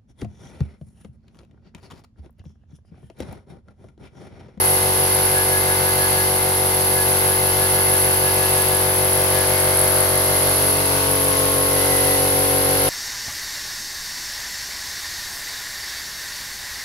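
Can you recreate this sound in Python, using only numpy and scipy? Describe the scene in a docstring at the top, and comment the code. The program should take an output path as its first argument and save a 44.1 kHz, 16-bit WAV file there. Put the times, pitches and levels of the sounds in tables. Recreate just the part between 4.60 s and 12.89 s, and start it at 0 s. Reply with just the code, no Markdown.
"""A throbbing, clattering drone: a direct-drive piston air compressor on the floor of a cluttered room.
Each crank turn gives a pump throb, a rattle of the works and a shrill squirt of air through the reed
valves. The induction motor's hum beats against the crank, a loose part squeals in spells and the fan
rushes behind. The stereo microphone stands off for about two seconds, then moves in close."""
import sys
import numpy as np
from scipy import signal
from scipy.fft import rfft, irfft, next_fast_len
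from scipy.io import wavfile
from scipy.ndimage import uniform_filter1d, map_coordinates

SR = 44100
rng = np.random.default_rng(int(sys.argv[2]) if len(sys.argv) > 2 else 0)


def generate_wav(signal):
    """Clip the signal to [-1, 1] and save it as 16-bit WAV at the path in sys.argv[1]."""
    frames = np.transpose(np.atleast_2d(signal))
    scaled = np.clip(frames, -1, 1) * 32767
    pcm = np.round(scaled).astype(np.int16)
    wavfile.write(sys.argv[1], SR, pcm)


N = 365588
T = np.arange(N) / SR
CRANK_HZ, MAINS_HZ = 46.935, 50.06


# the pump from across the room, halfway in and close up: crank order, relative level/dB
PUMP_FAR = [(1, -12), (2, -1), (3, -6), (4, -10), (5, -15), (6, -16), (7, -9), (8, 0), (9, -12), (10, -5),
            (11, -1), (12, -25), (13, -7), (14, -9), (15, -15), (16, -3), (17, -19), (18, -7), (19, -6),
            (20, -12), (21, -11), (22, -13), (23, -14), (24, -17), (25, -10)]
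PUMP_HALFWAY = [(1, -11), (2, -1), (3, -5), (4, -10), (5, -21), (6, -5), (7, -9), (8, -3), (9, -4),
                (10, -6), (11, 0), (12, -11), (13, -3), (14, -4), (15, -20), (16, -7), (17, -14), (18, -11),
                (19, -9), (20, -10), (21, -17), (22, -13), (23, -9), (24, -15), (25, -17)]
PUMP_CLOSE = [(1, -13), (2, -5), (3, -8), (4, -17), (5, -21), (6, -5), (7, -14), (8, -6), (9, -7), (10, -5),
              (11, 0), (12, -7), (13, -13), (14, -13), (15, -27), (16, -5), (17, -19), (18, -17), (19, -14),
              (20, -18), (21, -19), (22, -17), (23, -15), (24, -23), (25, -24)]
# room nodes and crests on the microphone's path: crank order, closeness/0-1, half width/closeness, gain/dB
STANDING_WAVES = [(2, 0.15, 0.27, 1.8), (6, 0.27, 0.17, -2.5), (6, .68, 0.16, 1.5), (8, 0.21, 0.19, 2),
                  (8, 0.67, 0.12, -8), (9, .27, 0.15, -3.5), (9, 0.72, .18, 2.5), (11, 0.25, 0.14, 2.5),
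                  (11, 0.54, 0.089, -2.5), (12, .41, 0.1, 5), (12, .64, .12, -10), (13, .3, 0.12, 3),
                  (13, 0.6, 0.12, -5), (14, 0.29, 0.12, 2), (16, 0.7, 0.14, -11), (20, .6, 0.055, 5),
                  (23, 0.53, 0.056, -17), (23, 0.78, 0.12, 6)]

def pump_drone(angle, closeness, far_db=-24.5, closer_db=2.5, roughness=0.034, size=4096):
    """The blows of each turn add up to a stack of crank orders whose balance shifts with distance."""
    turn = np.arange(size) / size
    place_in_turn = (angle % 1 * size).astype(int)
    gains = amp([[db for order, db in table] for table in (PUMP_FAR, PUMP_HALFWAY, PUMP_CLOSE)])
    gains /= np.linalg.norm(gains, axis=1, keepdims=True)
    pump = np.zeros((2, N))
    for order, by_distance in enumerate(gains.T, 1):
        gain = np.interp(closeness, [0, 0.5, 1], by_distance)
        for room_order, place, width, db in STANDING_WAVES:
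            if room_order == order:
                gain *= amp(db * np.exp(-((closeness - place) / width) ** 2))
        one_turn = stereo_tone(order * turn + start_phase(order), order * CRANK_HZ)
        pump += gain * one_turn[:, place_in_turn]
    pump *= amp(far_db + closer_db * closeness)
    # torque ripple and uneven blows shake the metal parts; the deep air pulse barely feels them
    metal = filtered(pump, lambda f: along([(300, 0.19), (700, 1)], f))
    return pump + metal * (0.095 * torque_ripple() + roughness * wobble(per_s=94))


# valve and piston blows within one turn: crank angle/turns, relative level/dB
BLOWS = [(.72, 0), (.99, -2), (.45, -7)]

def start_phase(order, delay_ms_per_khz=8.5):
    """A crank order's phase in cycles: the blows set it; casing, tank and room delay the highs."""
    blows = sum(amp(db) * np.exp(-2j * np.pi * order * at) for at, db in BLOWS)
    lag = delay_ms_per_khz * (order * CRANK_HZ / 1e3) ** 2 / 2
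    return np.angle(blows) / (2 * np.pi) - lag


# spectrum of the rattling works: f/Hz, relative level/dB
WORKS_SPECTRUM = [(800, -24), (1250, 1), (1500, 1.5), (1800, -2), (2300, -8), (2750, -8.5), (3600, -10),
                  (4400, -4), (5800, -13.5), (7400, -18.5), (9000, -10), (16000, -10.5)]
# ringing of the cylinder head and its fins: f/Hz, half width/Hz, level/dB re the rattle
HEAD_MODES = [(2100, 50, 7.5), (2690, 50, 1), (3000, 35, 1), (4560, 90, -7)]
# the clatter at the microphone: t/s, relative level/dB
CLATTER_LEVEL = [(0.0, -31.5), (0.3, -34.5), (0.78, -30.5), (0.85, -32), (1.61, -31), (1.64, -32.5),
                 (2.24, -33), (2.56, -31.5), (5.79, -30.5), (6.9, -33), (7.46, -32.5), (8.29, -31.5)]

def works_clatter(angle, closeness, gain_db=1.0):
    """Piston, rod and bearings rattle in nearly the same way on every turn and ring the cylinder head."""
    def response(f):
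        ringing = sum(amp(db) / (1 + ((f - hz) / width) ** 2) for hz, width, db in HEAD_MODES)
        return amp(along(WORKS_SPECTRUM, f)) * (1 + ringing)

    force = 1 + 0.26 * stroke(angle, at=0, rise=0.49) + 0.19 * torque_ripple()
    rattle = force * crank_noise(angle, closeness, repeat=0.7, uneven_db=3.5)
    metal = flicker(filtered(rattle, response), depth_db=1.6)
    return amp(over_time(CLATTER_LEVEL) + gain_db) * stereo_noise(metal)


# pitches of the valve reeds and their ports: f/Hz
REED_PITCHES = [8150, 9750, 10300, 10540, 10845, 11400, 11675, 12250, 13620]
# their resonances, one row a pitch: half width/Hz, relative level/dB
REED_PEAKS = [(300, -27), (230, -15), (200, -6.5), (180, -7), (145, 2), (120, -9), (120, -5), (130, -13),
              (150, -23)]
# the valve air at the microphone: t/s, relative level/dB
VALVE_LEVEL = [(0.0, -21), (0.07, -20), (0.25, -23.5), (0.41, -22.5), (1.01, -23), (3.76, -21), (4.85, -23),
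               (5.36, -21), (5.49, -22.5), (6.14, -21.5), (6.16, -23.5), (7.36, -22), (8.22, -23),
               (8.29, -23)]

def reed_valves(angle, closeness, gain_db=0.18):
    """Air squeezes past the reeds on each compression stroke and sets them shrilling over its hiss."""
    def response(f):
        reed_power = sum(amp(db) ** 2 / (1 + ((f - hz) / width) ** 2) ** 2
                         for hz, (width, db) in zip(REED_PITCHES, REED_PEAKS))
        hiss = amp(along([(6000, -90), (8500, -46), (12000, -25.5), (16000, -36)], f))
        return np.sqrt(reed_power) + hiss

    flow = 2.1 + stroke(angle, at=0.53, rise=0.17) * amp(2.0 * wobble(per_s=94))
    jet = flow * crank_noise(angle, closeness, repeat=0.55, uneven_db=1)
    shrill = flicker(filtered(jet, response), depth_db=1.2)
    return amp(over_time(VALVE_LEVEL) + gain_db) * stereo_noise(shrill)


# tones twice the mains frequency above or below a crank order: order, side/+-1, level from afar/dB
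MAGNETIC_TONES = [(1, 1, -42.5), (9, 1, -53), (11, 1, -45), (13, -1, -48), (18, -1, -43), (34, 1, -45),
                  (46, -1, -43.5)]

def motor_hum(angle, closeness, closer_db_per_khz=-5):
    """The motor's magnetic tones beat with the drone; the higher ones beam past a close microphone."""
    hum, beats = np.zeros((2, N)), slip_beats(angle)
    for order, side, db in MAGNETIC_TONES:
        neighbour = order + 2 * side  # the crank order this tone beats with
        hz = neighbour * CRANK_HZ
        cycles = neighbour * angle + start_phase(neighbour) + side * beats
        hum += amp(db + closer_db_per_khz * closeness * hz / 1e3) * stereo_tone(cycles, hz)
    return hum


# spells of squealing: start t/s, end t/s, crank order, typical crest level/dB
SQUEAL_SPELLS = [(-.1, 0.203, 45, -37.5), (.68, 1.2, 36, -34.5), (1.222, 1.72, 36, -35),
                 (2.33, 2.523, 36, -35.5), (2.64, 3.423, 36, -40), (3.496, 4.27, 36, -36.5),
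                 (4.7, 4.92, 36, -35), (4.85, 5.2, 46, -40), (5.1, 5.8, 42, -43), (7.1, 7.62, 42, -36)]

def loose_part(angle, lag_beats=0.3, dip_db=7, scatter_db=1.8, fade_s=0.064):
    """For a spell a loose metal part squeals at a high crank order, swelling on every motor beat."""
    squeal = np.zeros((2, N))
    dip = np.sin(np.pi * (slip_beats(angle) - lag_beats)) ** 2
    swell = amp(scatter_db * wobble(per_s=6) - dip_db * dip)
    for start, end, order, db in SQUEAL_SPELLS:
        spell = np.clip(np.minimum(T - start, end - T) / fade_s, 0, 1)
        cycles = order * angle + start_phase(order) + lag_beats
        squeal += amp(db) * spell * swell * stereo_tone(cycles, order * CRANK_HZ)
    return squeal


# spectrum of the fan and intake air: f/Hz, relative level/dB
FAN_SPECTRUM = [(15, -35), (45, -10), (110, -3), (260, -11.5), (480, -2), (580, -5), (900, -0.5),
                (1200, -5), (2500, -7), (4500, -6), (6300, -8.5), (7500, -15.5), (13500, -29), (16000, -48)]

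def cooling_fan(angle, closeness, far_db=-32, closer_db=1.5, wander_db=0.82):
    """The cooling fan and the intake rush in the background, puffing slightly with the piston."""
    air = (1 + 0.29 * stroke(angle, at=0.95, rise=0.29)) * rng.standard_normal((2, N))
    level_db = far_db + closer_db * closeness + wander_db * wobble(per_s=5)
    rush = filtered(air, lambda f: amp(along(FAN_SPECTRUM, f)))
    return amp(level_db) * stereo_noise(rush)


def crank_angle(unsteady_hz):
    """Crank angle in turns; no turn takes quite as long as the last."""
    drift = np.cumsum(unsteady_hz * wobble(per_s=47)) / SR
    return CRANK_HZ * T + signal.detrend(drift)


def slip_beats(angle, crest_s=0.11):
    """Beats since one crest: the rotor slips behind the mains, giving about six a second."""
    return 2 * MAINS_HZ * (T - crest_s) - 2 * (angle - CRANK_HZ * crest_s)


def torque_ripple():
    """The motor's pull pulses at twice the mains frequency."""
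    return np.sin(2 * np.pi * 2 * MAINS_HZ * T)


def stroke(angle, at, rise):
    """A puff once a turn: it starts at one crank angle, peaks `rise` turns later and dies away."""
    age = (angle - at) % 1 / rise
    return age * np.exp(1 - age)


def crank_noise(angle, closeness, repeat, uneven_db, size=16384, orders=350):
    """Two noises of which a share repeats every turn; the pattern changes as the microphone moves."""
    gains = amp(uneven_db * rng.standard_normal((2, 2, orders)))
    phases = np.exp(2j * np.pi * rng.random((2, 2, orders)))
    one_turn = unit(irfft(gains * phases, size))
    first, second = one_turn[..., (angle % 1 * size).astype(int)]
    pattern = np.cos(2 * np.pi * closeness) * first + np.sin(2 * np.pi * closeness) * second
    return np.sqrt(repeat) * pattern + np.sqrt(1 - repeat) * rng.standard_normal((2, N))


def flicker(pair, depth_db, size=1024):
    """Narrow bands swell and fade on their own for a few tenths of a second."""
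    bands = signal.stft(pair, nperseg=size)[2]
    swells = uniform_filter1d(rng.standard_normal(bands.shape[1:]), size=3, axis=0)
    swells = uniform_filter1d(swells, size=30, axis=1)
    return signal.istft(bands * amp(depth_db * unit(swells)), nperseg=size)[1][:, :N]


# how unlike the room makes a tone at the two capsules: f/Hz, side/mid ratio
ROOM_SCATTER = [(100, 0.048), (500, 0.17), (750, 0.37), (1100, 0.37), (2000, 0.97)]

def stereo_tone(cycles, hz, left_lead_ms=0.12):
    """A tone reaches the left capsule first, and the room scatters its phase, more so in the treble."""
    scatter = along(ROOM_SCATTER, hz) * rng.choice([-1, 1])
    side = 1j * (scatter + np.sin(np.pi * hz * left_lead_ms / 1e3))
    return np.sqrt(2) * np.real(np.array([[1 + side], [1 - side]]) * np.exp(2j * np.pi * cycles))


# likeness of noise at the two capsules: f/Hz, correlation/0-1
CAPSULE_LIKENESS = [(100, 0.9), (500, 0.31), (1000, 0.069), (2000, 0.01), (12000, 0.017)]

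def stereo_noise(pair):
    """Two unrelated noises become left and right, mid at rms 1: alike in the bass, apart in the treble."""
    def mid_and_side(f):
        width = np.arccos(along(CAPSULE_LIKENESS, f)) / 2
        return np.array([np.cos(width), np.sin(width)])

    mid, side = filtered(pair, mid_and_side)
    return np.array([mid + side, mid - side]) / np.std(mid)


def amp(db):
    """Decibels to gain."""
    return 10 ** (np.asarray(db) / 20)


def unit(x):
    """Scaled to rms 1."""
    return x / np.sqrt(np.mean(x ** 2) + 1e-20)


def along(points, hz):
    """(f/Hz, value) points read on a log axis."""
    f, values = np.transpose(points)
    return np.interp(np.log(hz + 1), np.log(f + 1), values)


def over_time(points):
    """(t/s, value) points read at every sample."""
    return np.interp(T, *np.transpose(points))


def wobble(per_s):
    """A smooth random curve with per_s knots a second."""
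    return map_coordinates(rng.standard_normal(int(N * per_s / SR) + 4), [T * per_s])


def filtered(x, response):
    """x shaped by a response given as a function of frequency."""
    size = next_fast_len(N + SR // 4)
    return irfft(rfft(x, size) * response(np.fft.rfftfreq(size, 1 / SR)), size)[..., :N]


# the microphone's path: t/s, closeness/0-1 (0 across the room, 1 close up)
MIC_PATH = [(0, 0), (2.2, 0), (2.5, 0.04), (4.1, 0.11), (4.6, 0.22), (5.5, 0.32), (6.1, 0.51), (6.8, 0.71),
            (7.4, 0.95), (8.29, 0.99)]
# the stereo image leans mostly left: f/Hz, left minus right level/dB
STEREO_BALANCE = [(60, 2.5), (110, 0), (200, 6), (380, 3.5), (700, 4), (1290, 2.5), (2380, 0.5),
                  (4400, -0.5), (8120, 2.5), (15000, -2)]

def scene():
    """One crank drives every part of the machine while the microphone moves in."""
    closeness = over_time(MIC_PATH)
    angle = crank_angle(unsteady_hz=0.045)
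    machine = pump_drone(angle, closeness) + motor_hum(angle, closeness)
    machine += cooling_fan(angle, closeness) + loose_part(angle)
    machine += works_clatter(angle, closeness) + reed_valves(angle, closeness)
    return filtered(machine, lambda f: amp(np.array([[0.5], [-0.5]]) * along(STEREO_BALANCE, f)))


def record(dry):
    """The recorder keeps nothing above its band limit."""
    return filtered(dry, lambda hz: hz < 15780)


dry = scene()
out = record(dry)
generate_wav(out)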